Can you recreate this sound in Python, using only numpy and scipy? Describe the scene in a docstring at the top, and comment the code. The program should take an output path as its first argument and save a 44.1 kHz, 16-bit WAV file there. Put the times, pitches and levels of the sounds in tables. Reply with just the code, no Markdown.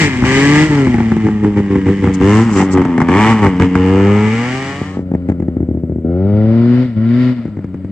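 """On grass and gravel, a two-stroke golf cart is driven hard, then is heard farther off beside a field.
On the throttle its single cylinder fires every turn: sine waves make the note, pulses and noise the rasp.
Off the throttle it coasts on a soft hum; late charges make separate pops, each a snap, a thump and a ring.
Tyres scuff the gravel in short swells of grainy noise, and shaped noise makes a light breeze and a rumble.
The near drive fades into the far one."""
import sys
import numpy as np
from scipy import signal
from scipy.fft import rfft, irfft, next_fast_len
from scipy.io import wavfile
from scipy.ndimage import uniform_filter1d, minimum_filter1d, map_coordinates

SR = 44100
rng = np.random.default_rng(int(sys.argv[2]) if len(sys.argv) > 2 else 0)


def master(y):
    """Save y as 16-bit WAV."""
    cut = np.clip(np.atleast_2d(y).T, -1, 1)
    pcm = np.round(cut * 32767)  # scale
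    wavfile.write(sys.argv[1], SR, pcm.astype(np.int16))


N = 348831
FADE_S = 4.75  # from here the far drive takes over

# How fast the crank spins. Each row: time in seconds, speed in turns a second.
NEAR_SPEED = [(0.0, 162.5), (0.12, 129), (0.2, 124), (0.37, 135.7), (0.66, 156.4), (0.98, 114.4),
              (1.2, 108.9), (1.59, 101.4), (1.88, 93.8), (1.92, 99), (2.21, 93), (2.33, 105), (2.46, 117.8),
              (2.57, 95), (2.67, 95.3), (2.84, 91), (2.95, 83.6), (3.1, 85.1), (3.2, 105.4), (3.32, 114),
              (3.54, 89.6), (3.84, 92.5), (4.02, 98.3), (4.29, 108.4), (4.56, 131.5), (4.75, 139.4)]
FAR_SPEED = [(4.75, 95.7), (5.51, 84.67), (6.04, 79.99), (6.3, 101.9), (6.55, 114.5), (6.85, 127.5),
             (6.96, 107), (7.2, 125.2), (7.32, 125.7), (7.56, 101.3), (7.72, 91.5), (7.78, 94.2),
             (7.83, 92.4), (7.91, 99.5)]
# Colour of the muffler's thump. Each row: frequency in Hz, level in dB.
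THUMP = [(18, -55.5), (30, -62), (76, 2.5), (194, 2.5), (227, 4), (260, 1.5), (360, -1.5), (468, -16.5),
         (521, -19), (678, -25), (1200, -67.5), (1560, -91), (2640, -120)]


def amp(db):
    """Turn dB into a plain factor."""
    return 10 ** (np.asarray(db) / 20)


def unit(x):
    """Scale a sound to an RMS level of 1."""
    return x / np.sqrt(np.mean(x ** 2) + 1e-20)


def along(points, hz):
    """Read a curve of (Hz, value) points on a log frequency axis."""
    f, v = np.transpose(points)
    return np.interp(np.log(hz + 1), np.log(f + 1), v)


def curves(rows):
    """Give one value per sample for each column after the time."""
    s, *cols = np.transpose(rows)
    return [np.interp(np.arange(N) / SR, s, c) for c in cols]


def wobble(rate):
    """Draw a smooth random curve through rate random points a second."""
    return map_coordinates(rng.standard_normal(int(N * rate / SR) + 4), [np.arange(N) * rate / SR])


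def filtered(x, response):
    """Multiply the spectrum of x by a response that depends on frequency."""
    m = next_fast_len(N + SR // 2)
    return irfft(rfft(x, m) * response(np.fft.rfftfreq(m, 1 / SR)), m)[..., :N]


def ring(points, size=8192):
    """Make the ring of a colour after a single tap, peak 1; it falls steeply outside the points."""
    hz = np.fft.rfftfreq(size, 1 / SR)
    closed = [(points[0][0] / 2, -80), *points, (points[-1][0] * 2, -90)]
    # folding the cepstrum makes the ring start at the tap, never before it
    cepstrum = irfft(np.log(amp(along(closed, hz))))
    cepstrum[1:size // 2] *= 2
    cepstrum[size // 2 + 1:] = 0
    h = irfft(np.exp(rfft(cepstrum)))
    return h / np.abs(h).max()


def through(x, points):
    """Let each channel of x ring a colour."""
    return signal.fftconvolve(x, ring(points)[None], axes=1)[:, :N]


def stereo(pair):
    """Mix two unrelated signals into left and right, which grow less alike towards the treble."""
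    # Likeness of left and right. Each row: frequency in Hz, likeness from 0 to 1.
    alike = [(30, .6), (80, .96), (200, .99), (500, .96), (1000, .87), (2000, .75), (4000, .2), (9000, .1)]
    turn = lambda hz: np.arccos(np.clip(along(alike, hz), -1, 1)) / 2
    mid, side = filtered(pair, lambda hz: np.array([np.cos(turn(hz)), np.sin(turn(hz))]))
    return np.array([mid + side, mid - side])


def panels(x, t60, count=20, size=1024):
    """Body panels and ground smear each pulse into a noisy tail; the paths change as the cart moves."""
    out, place = np.zeros((2, N + size)), np.linspace(0, count - 1, N)
    for k in range(count):
        # t60: seconds for the tail to fall by 60 dB
        tail = rng.standard_normal((2, size)) * amp(-60 * np.arange(size) / SR / t60)
        near = np.flatnonzero(np.abs(place - k) < 1)
        part = x[near] * np.cos(np.pi / 2 * (place[near] - k))  # fade from one tail to the next
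        out[:, near[0]:near[-1] + size] += signal.fftconvolve(part[None], unit(tail), axes=1)
    return out[:, :N]


def open_air(air_db=-42, rumble_db=-50, hiss_db=-72):
    """Shape noise into a light breeze over the fields, a low rumble that sinks, and a faint hiss."""
    # Colour of the breeze. Each row: frequency in Hz, level in dB.
    breeze_colour = [(15, -63), (25, -25.5), (98, -20), (251, -10.5), (374, 6), (456, -12), (556, -4),
                     (1060, -56.5), (3760, -79), (7530, -73), (9420, -70), (12200, -105), (20700, -120)]
    noise = lambda colour: unit(stereo(through(rng.standard_normal((2, N)), colour)))
    course_db, = curves([(0, 25.5), (4, 8), (4.7, -13), (7.9, -14.5)])
    rumble_level = amp(rumble_db + course_db + 0.83 * wobble(4.8))
    rumble = rumble_level * noise([(18, -4.5), (45, -2.5), (120, -3.5)])
    hiss = amp(hiss_db) * noise([(1000, -16.5), (4000, -7), (8000, 9.5), (10000, -4.5), (15000, -12)])
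    breeze = amp(air_db + wobble(2.0)) * noise(breeze_colour)
    return breeze + rumble + hiss


def gravel(grainy_db=3):
    """The tyres scuff the gravel in the turn: each scuff is a swell of small stones grinding together."""
    # The scuffs. Each row: middle in seconds, length in seconds, level in dB.
    scuffs = [(2.146, .04, -32.5), (2.356, 0.36, -34.5), (2.583, 0.22, -30.5), (2.731, .07, -31.5)]
    colour = [(2500, -21.5), (4500, -3.5), (6000, 0), (7800, 2.5), (9000, -16.5), (10000, -32), (15000, -28.5)]
    t, swell = np.arange(N) / SR, np.zeros(N)
    for middle, length, db in scuffs:
        swell += amp(db) * np.cos(np.pi * np.clip((t - middle) / length, -.5, .5)) ** 2
    grains = rng.standard_normal((2, N)) * amp(grainy_db * wobble(900))
    return swell * unit(stereo(through(grains, colour)))


def pops(thump_db=-2.0, smear_db=-9, smear_s=.07, snap_db=-5, size=3000):
    """A late charge fires alone: a snap at the port, its scatter, then a thump and a ring of the muffler."""
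    # Late charges, single or in a run on every second turn.
    # Each row: start in seconds, level in dB, number of firings.
    late_charges = [(0.223, 5, 2), (0.869, 5.5, 1), (0.942, 5.5, 1), (0.982, -0.5, 1), (1.003, 4, 1),
                    (1.118, 5, 1), (1.165, 1, 1), (1.267, 0.5, 2), (1.445, 0.5, 1), (1.6, -1.5, 1),
                    (1.756, 4, 1), (1.864, 1, 2), (2.04, 5.5, 1), (2.073, 7, 1), (2.213, 9.5, 1),
                    (2.602, 0.5, 2), (2.774, 3, 1), (2.817, -0.5, 1), (2.851, 0, 1), (2.979, -1, 2),
                    (3.016, 3.5, 1), (3.086, -1, 1), (3.447, 6.5, 2), (3.599, 6, 2), (3.754, 6, 1),
                    (4.814, -5.5, 1), (4.969, -7, 2), (5.115, -4.5, 2), (5.149, -1, 1), (5.287, -2.5, 1),
                    (5.297, 0, 1), (5.318, -6, 1), (5.4, -4.5, 2), (5.482, -2, 1), (5.566, -2, 1),
                    (5.603, -2.5, 2), (5.686, -3, 2), (5.747, -5, 2), (5.834, -3, 1), (5.895, -3.5, 2),
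                    (5.958, -5, 2), (6.046, -6, 1), (7.453, -7.5, 1), (7.479, -9.5, 1), (7.569, -9, 2),
                    (7.643, -7, 1), (7.743, -7.5, 1), (7.845, -9.5, 1)]
    # The ring and crack carry only a short way.
    # Each row: time in seconds, shell level in dB against the thump, crack level in dB against the charge.
    reach = [(.9, -14, -18), (1.4, -20.5, -22.5), (2.1, -18, -25), (2.6, -4.5, -21), (2.85, -12.5, -15),
             (3, -7.5, -11), (3.7, -15, -12), (4.9, -13.5, -39.5), (5.3, -14, -24), (5.7, -26, -45),
             (7.6, -26.5, -28)]
    # Colours of the near and the far shell's ring, and of the crack. Each row: frequency in Hz, level in dB.
    near_shell = [(560, -26), (720, -7), (870, 0), (1020, -11), (1400, -20), (2050, -19), (2700, -38)]
    far_shell = [(330, -7), (520, 2.5), (680, -3.5), (900, -7), (1100, -20.5), (2000, -28), (2700, -37)]
    crack_colour = [(500, -3), (900, -1.5), (1400, -2), (2100, -1), (2700, -17.5), (4000, -26),
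                    (8000, -26.5), (10000, -48.5)]
    repeat_db = -0.5  # added for each further firing of a run
    muffler_s = .001  # the thump comes this much after the snap

    blows, snaps, cracks = np.zeros((1, N)), np.zeros((1, N)), np.zeros((2, N + size))
    fade = amp(-2 - 60 * np.arange(size) / SR / .04)  # the crack falls 60 dB in 0.04 s
    shell_db, crack_db = curves(reach)
    for s, first_db, count in late_charges:
        turn_s = 1 / np.interp(s, *np.transpose(NEAR_SPEED if s < FADE_S else FAR_SPEED))
        for k in range(count):
            at, db = round((s + 2 * k * turn_s) * SR), first_db + k * repeat_db
            blows[0, at + round(muffler_s * SR)] = -amp(db + thump_db)
            snaps[0, at] = amp(db + crack_db[at] + snap_db)
            cracks[:, at:at + size] += amp(db + crack_db[at]) * fade * rng.standard_normal((2, size))
    far = np.arange(N) / SR > FADE_S
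    scattered = stereo(panels(blows[0], smear_s))
    heard = blows + amp(smear_db) * unit(scattered) * np.std(blows)  # panels and ground loosen its tail
    # each blow also rings the muffler's shell
    shell = through(heard * ~far, near_shell) + through(heard * far, far_shell)
    body = through(heard, THUMP) + amp(shell_db) * shell
    scatter = stereo(through(cracks, crack_colour)) / np.linalg.norm(ring(crack_colour))
    return body + through(snaps, crack_colour) + scatter


def pulls(rows):
    """The cylinder fires every turn in a pull: give firing (0-1), note, bark and treble lifts, roughness."""
    catch_s, cut_s = 0.013, 0.046  # a pull sets in and dies away
    swell = 0.26  # share of its bark and treble lift that swells towards the middle
    coast_rough = 0.51  # roughness between pulls, 0-1
    t, out = np.arange(N) / SR, np.zeros((5, N))
    for start, end, note_db, bark_db, treble_db, rough in rows:
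        on = np.clip(np.minimum((t - start) / catch_s, (end - t) / cut_s) + .5, 0, 1)
        arch = on * (1 - swell + swell * np.sin(np.pi * np.clip((t - start) / (end - start), 0, 1)))
        out += [on, on * note_db, arch * bark_db, arch * treble_db, on * (rough - coast_rough)]
    return *out[:4], np.clip(coast_rough + out[4], 0, 1)


def exhaust_note(turns, hz, firing, away, pipe, coast, shade, rough, scatter_db=1.5, stray_db=-23, count=9):
    """Sum the pipe's low orders (multiples of the crank speed), each unsteady, with a little by stray paths."""
    shared, note, side = wobble(90), np.zeros(N), np.zeros(N)
    for k in range(1, count + 1):
        level = firing * amp(along(pipe, k * hz)) + (1 - firing) * amp(along(coast, k * hz))
        unsteady_db = scatter_db * rough * (shared + 2.67 * wobble(110))
        level = level * np.sqrt(2) * amp(away * along(shade, k * hz) + unsteady_db)
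        # the pipe delays its low orders most
        phase = 2 * np.pi * k * turns + np.pi * k * k / count + np.pi / 3
        note += level * np.sin(phase)
        side += level * np.cos(phase) * amp(stray_db) * wobble(36)
    return np.array([note + side, note - side])


def port_blasts(turns, rough, scatter_db=2.0, gate_fall_db=7, ring_s=0.059):
    """Each opening of the port gives a sharp pulse and a dying puff of turbulent gas."""
    starts = np.flatnonzero(np.diff(np.floor(turns)) > 0)
    # share each pulse between two samples, so it falls at its exact moment
    late = (np.ceil(turns[starts]) - turns[starts]) / (turns[starts + 1] - turns[starts])
    sizes = amp(scatter_db * rough[starts] * rng.standard_normal(len(starts)))
    pulses = np.bincount(starts, sizes * (1 - late), N) + np.bincount(starts + 1, sizes * late, N)
    gate = amp(-gate_fall_db * (turns % 1)) * np.interp(np.arange(N), starts, sizes)
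    return unit(panels(pulses, ring_s)), unit(gate * rng.standard_normal((2, N)))


def engine(speed, pull_rows, way, pipe, coast, shade, bark_colour, hiss_colour, turbulence, hiss_db, chuff_db):
    """The exhaust note and the bright noise of the port both follow the crank and are changed by each pull."""
    # Colour of the rasp, between bark and hiss. Each row: frequency in Hz, level in dB.
    rasp_colour = [(1200, -33.5), (1600, -0.5), (2050, 3), (2350, -2), (2600, -8), (2980, -4.5),
                   (3500, -15), (4600, -57)]
    bark_slope, rasp_slope, hiss_slope = 9.5, 11, 19  # dB per doubling of speed: faster is brighter
    turbulence_slope = .3  # share per doubling of speed: faster gas breaks up more

    hz, = curves(speed)
    note_db, bark, treble, away = curves(way)
    firing, push_db, bark_lift, treble_lift, rough = pulls(pull_rows)
    octaves = np.log2(hz / 100)  # doublings of speed above 100 turns a second
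    bark = bark + bark_lift + bark_slope * octaves
    rasp = treble + treble_lift + rasp_slope * octaves
    hiss = treble + treble_lift + hiss_slope * octaves + hiss_db
    breathy = np.clip(turbulence + 1.12 * rough + turbulence_slope * octaves, 0, .95)
    turns = np.cumsum(hz) / SR + .016 * rough * wobble(70)  # rough running is uneven in time
    pulses, puffs = port_blasts(turns, rough)

    def blast(share, colour):
        """Mix pulses with a share of turbulent puffs, then colour them."""
        return unit(through(np.sqrt(1 - share) * pulses + np.sqrt(share) * puffs, colour))

    # the higher the band, the more of it is turbulence
    bright = amp(bark) * blast(breathy ** 2, bark_colour)
    bright += amp(rasp) * blast(breathy, rasp_colour)
    bright += amp(hiss) * blast(np.sqrt(breathy), hiss_colour)
    # uneven burning also stirs the muffler between the orders
    bright += amp(rasp + chuff_db) * rough * blast(0.92, THUMP)
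    note = amp(note_db + push_db) * exhaust_note(turns, hz, firing, away, pipe, coast, shade, rough)
    return note, stereo(bright)


def placed(x):
    """The cart's bearing sets how much louder one ear is and which ear hears it first."""
    # Each row: time in seconds, left over right in dB, lag of the left in milliseconds.
    bearing = [(0, 2, 0.092), (1.7, 0.36, 0.044), (3, 1, -0.045), (4.7, 1, 0.031), (5.1, 2, -0.14),
               (7.9, 2.5, -0.0047)]
    left_db, lag_ms = curves(bearing)
    ears = []
    for ear, sign in zip(x, (.5, -.5)):
        moment = np.arange(N) - sign * lag_ms * SR / 1000
        ears.append(amp(sign * left_db) * map_coordinates(ear, [moment]))
    return np.array(ears)


def scene():
    """Fade the near drive into the far one, add pops and gravel, and set all a little left in open air."""
    # The near engine's speed as it fades, still gaining. Each row: time in seconds, speed in turns a second.
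    run_out = [(5.02, 166)]
    # Pulls on the throttle. Each row: start and end in seconds, note change in dB, bark lift in dB,
    # treble lift in dB, roughness from 0 to 1.
    near_pulls = [(-.05, 0.075, 4, 5.5, 8.5, 0.3), (0.245, 0.659, -2.5, 10.5, 11, 0.39),
                  (0.705, 0.849, -3.5, 5.5, 2, 0.5), (1.241, 1.289, 0.5, -1, 2.5, .4),
                  (1.431, 1.495, 0, 7.5, 5, 0.5), (1.566, 1.6, 2, 10.5, 7.5, 0.5),
                  (1.704, 1.793, -2.5, 7, 3, 0.5), (1.862, 1.926, -1.5, 9, 6, 0.8),
                  (2.025, 2.114, -3, 9.5, 3, 0.9), (2.207, 2.424, 3, 12, 10.5, .3),
                  (2.556, 2.638, -3.5, 9, 11.5, 0.4), (2.74, 2.812, 3, 11.5, 6, 0.3),
                  (3.089, 3.337, -2, 9.5, 11, .4), (3.422, 3.48, 2, 12, 8, 0),
                  (3.602, 3.663, 1.5, 9.5, 10.5, 0.6), (3.752, 5.104, -1.5, 10.5, 7, 0.28)]
    far_pulls = [(6.046, 6.85, 0.023, 10.5, 3.66, .27), (6.965, 7.323, 0.012, 8.2, 6, 0.2)]
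    # The cart's way past the listener. Each row: time in seconds, base level of the note in dB,
    # of the bark in dB, of the treble in dB, how far it is turned away from 0 to 1.
    near_way = [(.15, -7, -33, -29, 0.32), (0.501, 4.5, -36.5, -32.5, 0), (1.049, -2.5, -34.5, -34, 0),
                (1.5, -2.5, -38.5, -40, 0.18), (2, -2.5, -37.5, -32.5, 0.88), (2.5, 0.5, -27.5, -34, 0),
                (2.951, -0.5, -25.5, -32.5, 0.02), (3.352, 0.5, -24.5, -29, 0.5),
                (3.701, -2, -29, -32.5, 1), (4.101, 1, -29.5, -34.5, 1), (4.349, -6.5, -38.5, -34, 0.99),
                (4.699, -17.5, -44.5, -39.5, 0.9), (5.019, -29, -51.5, -56, 0.7)]
    far_way = [(4.8, -2.5, -56, -62.5, 0.028), (5.198, 1, -44.5, -53, 0.045), (6, -2.5, -51.5, -59, 0.018),
               (6.4, 2.5, -46.5, -49, 0), (6.8, 2, -43, -42.5, 0.73), (7, -2, -47.5, -52, 0.82),
               (7.248, 1, -43, -42, 0.81), (7.548, -5.5, -47, -56, 0.97), (7.9, -4, -49.5, -55.5, 1)]
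    # Level of the orders as they glide through the pipe's resonances, firing (pipe) and coasting (coast).
    # Each row: frequency in Hz, level in dB.
    near_pipe = [(85, -17), (105, -13), (150, -11), (180, -16), (210, -10.5), (300, -9.5), (350, -10.5),
                 (400, -13.5), (450, -23), (510, -27), (570, -48.5), (750, -37.5), (950, -61)]
    near_coast = [(85, -32.5), (105, -21.5), (135, -17), (170, -21.5), (220, -12.5), (270, -15.5),
                  (300, -20.5), (350, -26.5), (420, -30), (560, -48), (900, -57.5)]
    far_pipe = [(80, -19.5), (105, -14), (125, -18), (165, -20), (205, -16.5), (240, -14.5), (275, -22.5),
                (310, -25.5), (360, -18.5), (420, -26), (480, -30.5), (540, -26), (650, -36), (750, -39.5),
                (1100, -56)]
    far_coast = [(80, -28.5), (200, -27), (235, -24.5), (275, -27.5), (310, -29.5), (355, -40), (440, -41),
                 (530, -40.5), (900, -65.5)]
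    # What turning fully away does to the orders. Each row: frequency in Hz, change in dB.
    near_shade = [(250, 2), (295, -3.5), (345, -23), (385, -1.5), (480, 9), (560, -6.5)]
    far_shade = [(200, 2.5), (250, 6.5), (300, -2.5), (365, -10.5), (440, -13.5), (500, -6), (550, -7.5),
                 (650, -23.5)]
    # Colours of the port's bark and hiss. Each row: frequency in Hz, level in dB.
    near_bark = [(430, -17.5), (540, -5), (680, -10), (850, 0.5), (1100, -4.5), (1380, -6), (1600, -13),
                 (2000, -31)]
    near_hiss = [(2800, -43), (3700, 3), (5000, 3.5), (6500, 1), (7800, 2), (8800, -8), (10000, -32),
                 (14500, -23.5), (15700, -31)]
    far_bark = [(420, -22.5), (560, 0.5), (660, -4), (820, -11.5), (980, -10.5), (1150, -15.5), (1370, -7),
                (1600, -15), (2000, -41.5)]
    far_hiss = [(2400, -22), (2900, -3), (3500, 6), (4100, 1), (4800, 2), (5900, -14), (7800, -16),
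                (9000, -28), (14500, -28), (15700, -32)]

    near_note, near_bright = engine([*NEAR_SPEED, *run_out], near_pulls, near_way, near_pipe, near_coast,
                                    near_shade, near_bark, near_hiss, turbulence=.1, hiss_db=-14.5, chuff_db=8)
    far_note, far_bright = engine(FAR_SPEED, far_pulls, far_way, far_pipe, far_coast,
                                  far_shade, far_bark, far_hiss, turbulence=.5, hiss_db=-9.5, chuff_db=-2.5)
    # the far drive's bright noise comes in after its note
    near, far, far_top = curves([(4.5, 1, 0, 0), (FADE_S, 1, .7, 0), (4.95, .7, 1, .1), (5.05, 0, 1, 1)])
    drive = near * (near_note + near_bright) + far * far_note + far_top * far_bright
    return placed(drive + pops() + gravel()) + open_air()


def record(dry, low_cut_hz=48, top_hz=15700, size=60):
    """A fast limiter turns down the peaks; then deep bass is weakened and all above top_hz is removed."""
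    needed = 1 / np.maximum(np.abs(dry).max(axis=0), 1)
    gain = uniform_filter1d(minimum_filter1d(needed, 2 * size), size)
    return filtered(dry * gain, lambda hz: (hz < top_hz) * hz ** 2 / np.hypot(hz ** 2, low_cut_hz ** 2))


dry = scene()
out = record(dry)
master(out)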